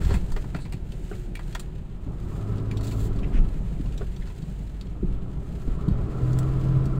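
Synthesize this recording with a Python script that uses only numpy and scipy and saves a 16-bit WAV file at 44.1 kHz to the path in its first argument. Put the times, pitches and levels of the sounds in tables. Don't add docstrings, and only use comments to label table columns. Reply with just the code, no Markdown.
import sys
import numpy as np
from scipy import signal
from scipy.fft import rfft, irfft
from scipy.io import wavfile
from scipy.ndimage import uniform_filter1d

SR = 44100
rng = np.random.default_rng(int(sys.argv[2]) if len(sys.argv) > 2 else 0)


def persist_wave(psi):
    counts = np.round(np.clip(psi, -1, 1) * 32767).astype(np.int16)
    wavfile.write(sys.argv[1], SR, np.atleast_2d(counts).T)


N = 308259
TIME = np.arange(N) / SR

# time in seconds, firing rate in Hz.
FIRING_RATE = [(0, 84.95), (1, 80.15), (1.4, 71.53), (1.8, 76.8), (2.25, 98.4), (2.45, 104.9), (2.7, 106.2),
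               (3.2, 106.8), (3.5, 101.3), (4.3, 98.6), (5.2, 104.5), (5.7, 119), (6.1, 123.9), (6.5, 131),
               (6.75, 132), (6.99, 132.3)]
# time in seconds, engine load in dB.
ENGINE_LOAD = [(0, -56), (1, -63.5), (1.5, -63.5), (1.85, -67), (2.5, -49), (3.27, -49.5), (3.64, -60),
               (4.6, -67), (5.2, -59), (5.6, -57.5), (5.85, -49.5), (6.4, -45), (6.75, -45), (6.99, -48)]
# time in seconds, level in dB.
SAND_SPRAY = [(0, -59.5), (.35, -60.5), (.8, -69), (1.1, -61), (1.22, -61), (1.32, -71.5), (1.48, -61),
              (1.72, -71), (1.95, -72), (2.35, -63), (2.65, -68), (3.1, -66), (3.6, -65.5), (4.6, -64.5),
              (4.85, -70.5), (5.25, -71), (5.64, -64), (5.94, -69.5), (6.3, -62), (6.99, -67.5)]
# frequency in Hz, relative level in dB.
HISS_SPECTRUM = [(1500, -51), (4000, 1), (5800, -3.5), (7200, 4), (8600, 0), (10200, -7.5), (12500, -10),
                 (14500, -3.5), (16000, -12)]
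# start in seconds, length in seconds, body shake in dB.
ROUGH_PATCHES = [(0, 0.16, -22.5), (0.198, 0.14, -30.5), (3.005, 0.25, -26.5), (3.311, 0.14, -23.5),
                 (3.502, 0.76, -30.5), (5.025, 0.16, -28), (5.67, 0.032, -22), (5.888, 0.099, -26),
                 (6.197, 0.75, -30.5)]


def amp(db):
    return 10 ** (np.asarray(db) / 20)


def unit(x):
    return x / np.sqrt(np.mean(x ** 2) + 1e-20)


def curves(rows):
    s, *columns = np.transpose(rows)
    return [np.interp(TIME, s, c) for c in columns]


def add(mix, s, sound):
    part = mix[max(round(s * SR), 0):][:len(sound)]
    part += sound[:len(part)]


def colour(x, points):
    hz, db = np.transpose(points)
    log_hz = np.log(np.fft.rfftfreq(len(x), 1 / SR) + 1)
    beyond = abs(log_hz - np.clip(log_hz, np.log(hz[0]), np.log(hz[-1])))
    return irfft(rfft(x) * amp(np.interp(log_hz, np.log(hz), db) - 40 * beyond), len(x))


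def wander(hz):
    f = np.fft.rfftfreq(N, 1 / SR)
    return unit(irfft(rfft(rng.standard_normal(N)) * np.exp(-(f / hz) ** 2), N))


def band(x, low_hz, high_hz, order=2):
    return signal.sosfilt(signal.butter(order, [low_hz, high_hz], "band", fs=SR, output="sos"), x)


def resonate(x, hz, width_hz):
    turn = np.exp(2j * np.pi * np.cumsum(hz) / SR)
    return (turn * signal.sosfilt(signal.butter(2, width_hz / 2, fs=SR, output="sos"), x / turn)).real


def tone(turns, waver):
    unsteady = 1 + waver * (wander(49) + 1j * wander(4.7))
    return np.sqrt(2) * (unsteady * np.exp(2j * np.pi * turns)).real


def cabin(x, wet_db, t60):
    t = TIME[:SR // 4]
    taps = rng.standard_normal(len(t)) * amp(-60 * t / t60) * (t > .002)
    return x + amp(wet_db) * signal.fftconvolve(x, taps / np.linalg.norm(taps))[:N]


def panels(x):
    # frequency in Hz, width in Hz, gain in dB.
    modes = [(765, 40, 10.5), (934, 62, 3), (1355, 28, 5), (1850, 400, 5), (2570, 78, 4.5),
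             (3370, 56, -2.5), (4380, 160, 5.5), (7900, 230, 5.5)]
    return x + sum(amp(db) * signal.lfilter(*signal.iirpeak(hz, hz / width, SR), x)
                   for hz, width, db in modes)


def chattering(size, depth_db=4):
    bursts = unit(band(rng.standard_normal(size), 60, 400))
    return rng.standard_normal(size) * amp(depth_db * np.clip(bursts, -2, 1))


def under_load(cruise_db, per_load, cruise_load_db=-51.5):
    return amp(cruise_db + per_load * (curves(ENGINE_LOAD)[0] - cruise_load_db))


def jolting(rise_s=0.0059, settle_s=0.066):
    return sum(amp(db) * np.clip((TIME - s) / rise_s, 0, 1)
               * np.exp(-np.maximum(TIME - s - length, 0) / settle_s) for s, length, db in ROUGH_PATCHES)


def jiggle(level_db=-146, per_s=6, rut_db=-137, rut_per_s=14, spread_db=6, t60=0.04):
    t, out = TIME[:SR // 12], np.zeros(N)
    stretches = [(0, TIME[-1], per_s, level_db)]
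    stretches += [(s, length, rut_per_s, rut_db) for s, length, _ in ROUGH_PATCHES]
    for s, length, rate, db in stretches:
        for when, size, pitch in rng.random((round(rate * length), 3)):
            hz = 1900 * 2 ** pitch
            tick = unit(band(rng.standard_normal(len(t)), hz / 1.35, hz * 1.35, order=1))
            add(out, s + when * length, amp(db + spread_db * size - 60 * t / t60) * tick)
    return out


def sand(grit_db=-61, grit_per_spray=0.48, rut_grit_db=-38, grains_per_s=250, grain_db=-5, spread_db=4):
    # frequency in Hz, relative level in dB.
    grit_spectrum = [(600, -24.5), (1300, 11.5), (1900, 9.5), (2700, 8.5), (4100, 1.5), (5500, -14),
                     (9000, -30)]
    spray_db = curves(SAND_SPRAY)[0]
    thrown = amp(grit_db + grit_per_spray * (spray_db - spray_db.mean()))
    grit_gain = np.hypot(thrown, amp(rut_grit_db) * jolting())
    sizes = amp(spread_db * np.minimum(rng.exponential(1, N), 4)) * rng.choice([-1, 1], N)
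    impacts = sizes * (rng.random(N) < grains_per_s / SR)
    grains = amp(grain_db) * unit(cabin(impacts, wet_db=8, t60=0.037))
    hiss = unit(colour(rng.standard_normal(N) + grains, HISS_SPECTRUM)) * amp(spray_db)
    grit = unit(colour(rng.standard_normal(N) + grains, grit_spectrum)) * grit_gain
    return (hiss + grit) * amp(wander(22))


def clumps(over_spray_db=5, per_s=16, spread_db=7, t60=.05):
    t, out = TIME[:SR // 10], np.zeros(N)
    for when, size in rng.random((round(per_s * TIME[-1]), 2)):
        spatter = unit(colour(chattering(len(t)), HISS_SPECTRUM))
        add(out, when * TIME[-1], amp(over_spray_db - spread_db * size - 60 * t / t60) * spatter)
    return out * amp(curves(SAND_SPRAY)[0])


def ground(rut_drum_db=-12, lumps_db=1.5):
    # frequency in Hz, relative level in dB.
    sway_spectrum = [(10, 6.5), (19, -6.5), (27, 3.5), (36, 0), (52, 3), (70, -41), (110, -75)]
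    tyre_spectrum = [(35, -38.5), (52, 4), (78, 2), (125, 3.5), (175, 3), (240, -10), (380, -13),
                     (520, -20), (900, -26), (2000, -56)]
    sway = colour(rng.standard_normal(N), sway_spectrum)
    sway /= np.sqrt(uniform_filter1d(sway ** 2, SR // 8) + 1e-12)
    tyres = unit(colour(rng.standard_normal(N), tyre_spectrum)) * amp(lumps_db * wander(23))
    jolts = jolting()
    sway_gain = np.hypot(under_load(cruise_db=-34, per_load=0.22), jolts)
    tyre_gain = np.hypot(under_load(cruise_db=-33.5, per_load=0.32), amp(rut_drum_db) * jolts)
    return sway * sway_gain + tyres * tyre_gain


def creaks(slips_per_s=2400):
    # start and length in seconds, pitch in Hz, level in dB, the octave's relative level
    # in dB, bandwidth in octaves.
    rubs = [(0.592, 0.071, 4080, -58.5, -3.5, 0.3), (3.227, 0.027, 2300, -48, -21, 0.54),
            (3.318, 0.091, 2100, -50, -16, 1), (4.215, 0.018, 1810, -50.5, -9, 0.37)]
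    out = np.zeros(N)
    for s, length, hz, db, octave_db, octaves in rubs:
        slips = rng.standard_normal(SR // 5) * (rng.random(SR // 5) < slips_per_s / SR)
        spread = 2 ** (octaves / 2)
        first, second = (unit(band(slips, f / spread, f * spread)) for f in (hz, 2 * hz))
        stroke = signal.windows.tukey(int(length * SR))
        add(out, s, amp(db) * (first + amp(octave_db) * second)[:len(stroke)] * stroke)
    return cabin(out, wet_db=-6, t60=0.06)


def slides(stick_db=2):
    # start and length in seconds, rasp in dB, dull clatter in dB, fizz in dB over the rasp.
    strokes = [(0, 0.18, -55.5, -46.5, -10), (2.825, 0.11, -53.5, -58, -11),
               (2.904, 0.183, -55.5, -67, -5.5)]
    rasp_spectrum = [(1800, -16), (4000, -5.5), (5800, -14.5), (7500, -4), (11000, -33), (15000, -14)]
    rasp = unit(colour(rng.standard_normal(N), rasp_spectrum))
    fizz = unit(band(rng.standard_normal(N), 7000, 15500))
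    clatter = unit(band(panels(rng.standard_normal(N)), 220, 1600, order=1))
    out = np.zeros(N)
    for s, length, rasp_db, clatter_db, fizz_db in strokes:
        stroke = np.zeros(N)
        add(stroke, s, signal.windows.tukey(int(length * SR), .2))
        out += stroke * (amp(rasp_db) * (rasp + amp(fizz_db) * fizz) + amp(clatter_db) * clatter)
    return cabin(out * amp(stick_db * wander(28)), wet_db=-4, t60=0.07)


def door(hollow_hz=405, hollow_t60=.07, blur=0.45, chatter_t60=0.028, attack_s=0.0012):
    # start in seconds, hollow note in dB, chatter in dB, pitch of the chatter in Hz.
    contacts = [(.018, -36, -37, 1400), (.094, -32, -40, 650), (0.107, -25.5, -32, 1300),
                (.365, -34, -46, 960), (0.55, -35.5, -38, 600), (1.113, -29, -38, 1460),
                (1.1216, -41, -32, 1220), (1.132, -45, -40, 2080), (4.009, -30.5, -40, 1200),
                (4.016, -46, -32, 1381)]
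    t, out = TIME[:SR // 5], np.zeros(N)
    for s, hollow_db, chatter_db, hz in contacts:
        contact = chattering(len(t))
        hollow = unit(np.sin(2 * np.pi * hollow_hz * t) + blur * unit(band(contact, 300, 620)))
        hollow *= amp(hollow_db - 60 * t / hollow_t60)
        chatter = unit(band(band(contact, hz / 1.07, hz * 1.07, order=1), 500, 3200))
        chatter *= amp(chatter_db - 60 * t / chatter_t60)
        add(out, s, (hollow + chatter) * (1 - np.exp(-t / attack_s)))
    return cabin(out, wet_db=-6, t60=0.08)


def knocks(attack_s=.0005, hard_db=-34, snap=0.17, snap_s=0.0012):
    # start in seconds, level in dB, weight (how much the panels sound) in dB, relative
    # level of the sharp tick in dB, ring time in seconds, pitch of the piece in Hz.
    contacts = [(0.0476, -36.5, -3, -17, 0.032, 3740), (.1051, -39.5, 7, -17, 0.19, 2500),
                (0.1392, -33, 2, -10.5, 0.1, 2120), (.318, -42, 2.5, -4.5, 0.043, 3700),
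                (0.3631, -33.5, 3.5, -17, 0.066, 2060), (0.4413, -49, 9.5, -20, 0.026, 2020),
                (0.5461, -40, 10.5, -15, 0.063, 1950), (.563, -42.5, -3, -11.5, 0.063, 2500),
                (.587, -44.5, 3, -14, 0.045, 1700), (.652, -43, -0.5, -16, 0.079, 2080),
                (.723, -36.5, -2, -11, 0.093, 2350), (.92, -40.5, -4.5, -10, 0.018, 3040),
                (1.3532, -32, -31, -10, 0.023, 2270), (1.369, -39, -2, -16, 0.029, 2300),
                (1.391, -46, 10.5, -10, 0.055, 1910), (1.5273, -44, -9, -19, 0.016, 3266),
                (1.5496, -25.5, 0, -12, 0.022, 3400), (1.553, -25, 3, -15, 0.017, 2000),
                (1.595, -36.5, -1.5, -3, 0.046, 3450), (2.581, -45.5, -13, -18, 0.023, 3730),
                (2.712, -34.5, -24, -12.5, 0.032, 2340), (2.771, -39.5, -11, -10, 0.028, 3648),
                (2.778, -46, -7, -9, .03, 3300), (2.808, -47, 2.5, -4.5, 0.046, 3890),
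                (2.845, -45.5, -10, -0.5, 0.023, 4460), (2.869, -43, -10, -5, .03, 4000),
                (2.876, -40.5, -10, -4, 0.022, 3880), (2.9107, -38, -3, -12, 0.086, 2350),
                (3.1602, -52, -10, -7, 0.036, 4000), (3.187, -46, -4, -11, .035, 3500),
                (3.8589, -46.5, 2, -12, 0.04, 2864), (3.9225, -44, -13, -13, 0.029, 2870),
                (3.9765, -40.5, -9, -9.5, 0.032, 3800), (4.163, -44.5, -6, -16, 0.023, 3550),
                (4.2726, -44, 2, -13, 0.034, 3350), (4.299, -49, 1, -16, 0.1, 2060),
                (4.421, -50.5, -3, -11, 0.042, 3520), (4.8115, -40.5, -8, -10.5, 0.02, 3738),
                (4.8685, -51, -10, -15, 0.02, 3277), (5.882, -45, 1, -9.5, .041, 2940),
                (6.3304, -43.5, -2, -5.5, 0.02, 4660), (6.388, -40, 1, 2, 0.016, 3610),
                (6.8551, -49, -12, -3, 0.045, 4600)]
    # frequency in Hz, relative level in dB.
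    tick_spectrum = [(5800, -4.5), (7300, 6), (9000, 4.5), (10300, -3), (12000, -8), (14000, -6),
                     (15500, -7)]
    t, out = TIME[:SR // 6], np.zeros(N)
    for s, level_db, weight_db, tick_db, t60, hz in contacts:
        noise = chattering(len(t))
        contact = panels(noise)
        body = band(contact, 650, 1710)
        clack = band(band(contact, hz / 1.39, hz * 1.39, order=1), hz / 3, 9600)
        note = np.sin(2 * np.pi * hz * t)
        tick = colour(noise, tick_spectrum)
        rise = 1 - np.exp(-t / (attack_s * min(amp(hard_db - level_db), 2)))
        parts = [(body, weight_db - 3, t60), (clack, -4, t60),
                 (note, -19 - .4 * weight_db, 1.2 * t60), (tick, tick_db, 0.93 * t60)]
        for part, db, part_t60 in parts:
            blow = rise * amp(-60 * t / part_t60)
            blow = blow / blow.max() * (1 + snap * np.exp(-t / snap_s)) / (1 + snap / 2)
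            add(out, s, amp(level_db + db) * blow * unit(part))
    return cabin(out, wet_db=-3.5, t60=0.062)


def heaves(sharpness=4.3):
    # start in seconds, peak in dB, frequency in Hz, seconds to the widest swing.
    landings = [(0, -16.5, 57, 0.035), (0.122, -20.5, 60.4, 0.046), (0.279, -21.5, 26.5, 0.079),
                (3.342, -8, 26.98, 0.048), (5.053, -18.5, 27.4, 0.044)]
    t, out = TIME[:SR // 2], np.zeros(N)
    for s, db, hz, widest_s in landings:
        swell = (t / widest_s * np.exp(1 - t / widest_s)) ** sharpness
        add(out, s, amp(db) * swell * np.sin(2 * np.pi * hz * t))
    return out


def thumps(gain_db=1, t60=0.038, overtone=1.66, rise_s=0.0058):
    # start in seconds, strength in dB, pitch in Hz, the overtone's relative level in dB.
    blows = [(0.012, -24, 106, -25), (0.053, -11, 85, -9), (0.09, -17, 97, 0), (.112, -11, 90, -5),
             (0.167, -14, 74.6, -12), (0.137, -19, 212, -9), (0.548, -16, 165, -8.5),
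             (0.74, -16.5, 153, -11), (2.068, -21.5, 149, -5), (3.344, -20.5, 142.3, 3.5),
             (3.796, -17, 162.1, -3.5), (4.425, -16.5, 145, -18), (5.026, -13, 210.1, -4),
             (5.041, -12.5, 166.1, -18), (5.676, -17.5, 150, -3.5), (5.878, -5.5, 166, -11.5),
             (5.909, -11.5, 87.45, -3.5)]
    t, out = TIME[:SR // 4], np.zeros(N)
    envelope = amp(-60 * t / t60) * (1 - np.exp(-t / rise_s))
    for s, db, hz, overtone_db in blows:
        ring = np.sin(2 * np.pi * hz * t) + amp(overtone_db) * np.sin(2 * np.pi * hz * overtone * t)
        add(out, s, -2 * amp(db + gain_db) * ring * envelope)
    return band(cabin(out, wet_db=-9.5, t60=0.55), 53, 500, order=5)


def gears(gain_db=-1, fade_s=0.1):
    # time in seconds, pitch in Hz, strength in dB.
    hum = [(0.9, 380.3, -57), (1.2, 360, -48), (1.45, 342, -58), (1.7, 370, -50.5), (1.95, 391, -60)]
    hz, db = curves(hum)
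    outside_s = np.maximum(hum[0][0] - TIME, TIME - hum[-1][0])
    fade = np.clip(1 - outside_s / fade_s, 0, 1)
    return amp(db + gain_db) * fade * tone(np.cumsum(hz) / SR, waver=0.26)


def fan(base_hz=13.5, per_firing=.243, lag_s=.2):
    # multiple of fan speed, relative level in dB.
    blade_orders = [(5, -3), (7, 0), (9, -6), (10, -4), (11, -3)]
    # frequency in Hz, gain in dB.
    bulkhead = [(160, -13), (190, 9.5), (222, -7), (275, 5), (292, -6.5), (305, 3), (317, 4.5), (335, -3.5),
                (355, 0.5), (390, 2), (430, 0), (470, -7)]
    firing_hz, pole = curves(FIRING_RATE)[0], np.exp(-1 / (lag_s * SR))
    lagged_hz = firing_hz[0] + signal.lfilter([1 - pole], [1, -pole], firing_hz - firing_hz[0])
    turns = np.cumsum(base_hz + per_firing * lagged_hz) / SR
    blades = sum(amp(db) * tone(k * turns, waver=.25) for k, db in blade_orders)
    return band(colour(under_load(cruise_db=-50, per_load=1) * blades, bulkhead), 100, 480, order=6)


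def whine(surge_db=1, surge_hz=16, throb=0.8):
    # frequency in Hz, width in Hz, relative level in dB.
    bay_modes = [(625, 90, -7), (1000, 42, -1), (1120, 42, -1), (1245, 55, -.5), (1325, 55, 1),
                 (1425, 50, -8)]
    # time in seconds, level in dB.
    bite = [(0, -59), (1, -76), (1.9, -66), (2.25, -56.5), (2.5, -52), (3.3, -55), (3.64, -64),
            (4.6, -70.5), (5.22, -58.5), (5.52, -64), (5.68, -57), (5.8, -50.5), (6.1, -51), (6.45, -47.5),
            (6.65, -50), (6.99, -47.5)]
    firing_hz = curves(FIRING_RATE)[0]
    firings = np.cumsum(firing_hz) / SR
    stretch = (firing_hz / 112) ** .06
    pattern = signal.resample(rng.standard_normal(180), 4096)
    valves = np.interp(firings / 6 % 1, np.linspace(0, 1, len(pattern)), pattern)
    rasp = rng.standard_normal(N) * (1 + throb * np.cos(np.pi * firings)) + .12 * valves
    ringing = sum(amp(db + surge_db * wander(surge_hz)) * unit(resonate(rasp, hz * stretch, width))
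                  for hz, width, db in bay_modes)
    return unit(ringing) * amp(curves(bite)[0] - 0.1 * wander(9))


def engine(bank_db=-36.5, orders_db=-1, roar_db=4, pulsing=0.11):
    # firing rate in Hz, gain of the firing tone in dB.
    cabin_boom = [(75, 14.5), (99, 16), (104, 20.5), (107, 22), (111, -13), (123, 12), (127, 24), (133, 22)]
    # time in seconds, further gain in dB.
    swell = [(3.15, -3), (3.27, -8), (3.5, -6.5), (5.9, -6.5), (6.12, -4.5), (6.25, -3), (6.35, -1),
             (6.52, -3), (6.62, -2.5), (6.72, 2), (6.8, 1.5), (6.86, -4.5), (6.99, 1.5)]
    # multiple of crank speed, relative level in dB.
    crank_orders = [(2, 6), (6, 0.5), (9, -7.5)]
    # frequency in Hz, relative level in dB.
    roar_spectrum = [(170, -4), (280, 0.5), (330, 5.5), (400, 6.5), (490, -5), (640, -1), (830, -11),
                     (1000, -16), (1140, -32), (1330, -27), (1520, -14), (2500, -24.5), (5000, -33)]
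    firing_hz, load = curves(FIRING_RATE)[0], amp(curves(ENGINE_LOAD)[0])
    firings = np.cumsum(firing_hz) / SR
    crank_turns = firings / 3
    bank = amp(bank_db) * tone(firings / 2, waver=0.085)
    boom_db = np.interp(firing_hz, *np.transpose(cabin_boom)) + curves(swell)[0]
    boom = amp(boom_db) * tone(firings, waver=0.27)
    orders = sum(amp(db + orders_db) * tone(k * crank_turns, waver=0.42) for k, db in crank_orders)
    puffs = rng.standard_normal(N) * (1 + pulsing * np.cos(2 * np.pi * firings))
    roar = amp(roar_db) * unit(colour(puffs, roar_spectrum))
    return bank + load * (boom + orders + roar)


def scene():
    chassis = ground() + sand() + clumps() + thumps() + heaves()
    trim = slides() + knocks() + door() + jiggle() + creaks()
    return (engine() + whine() + fan() + gears() + chassis + trim)[None]


def record(dry, edge_hz=15850, fade_s=.004):
    fade = np.minimum(np.minimum(TIME, TIME[::-1]) / fade_s, 1)
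    low_pass = signal.firwin(511, edge_hz, window=("kaiser", 9), fs=SR)
    return signal.oaconvolve(dry * fade, low_pass[None], "same")


dry = scene()
out = record(dry)
persist_wave(out)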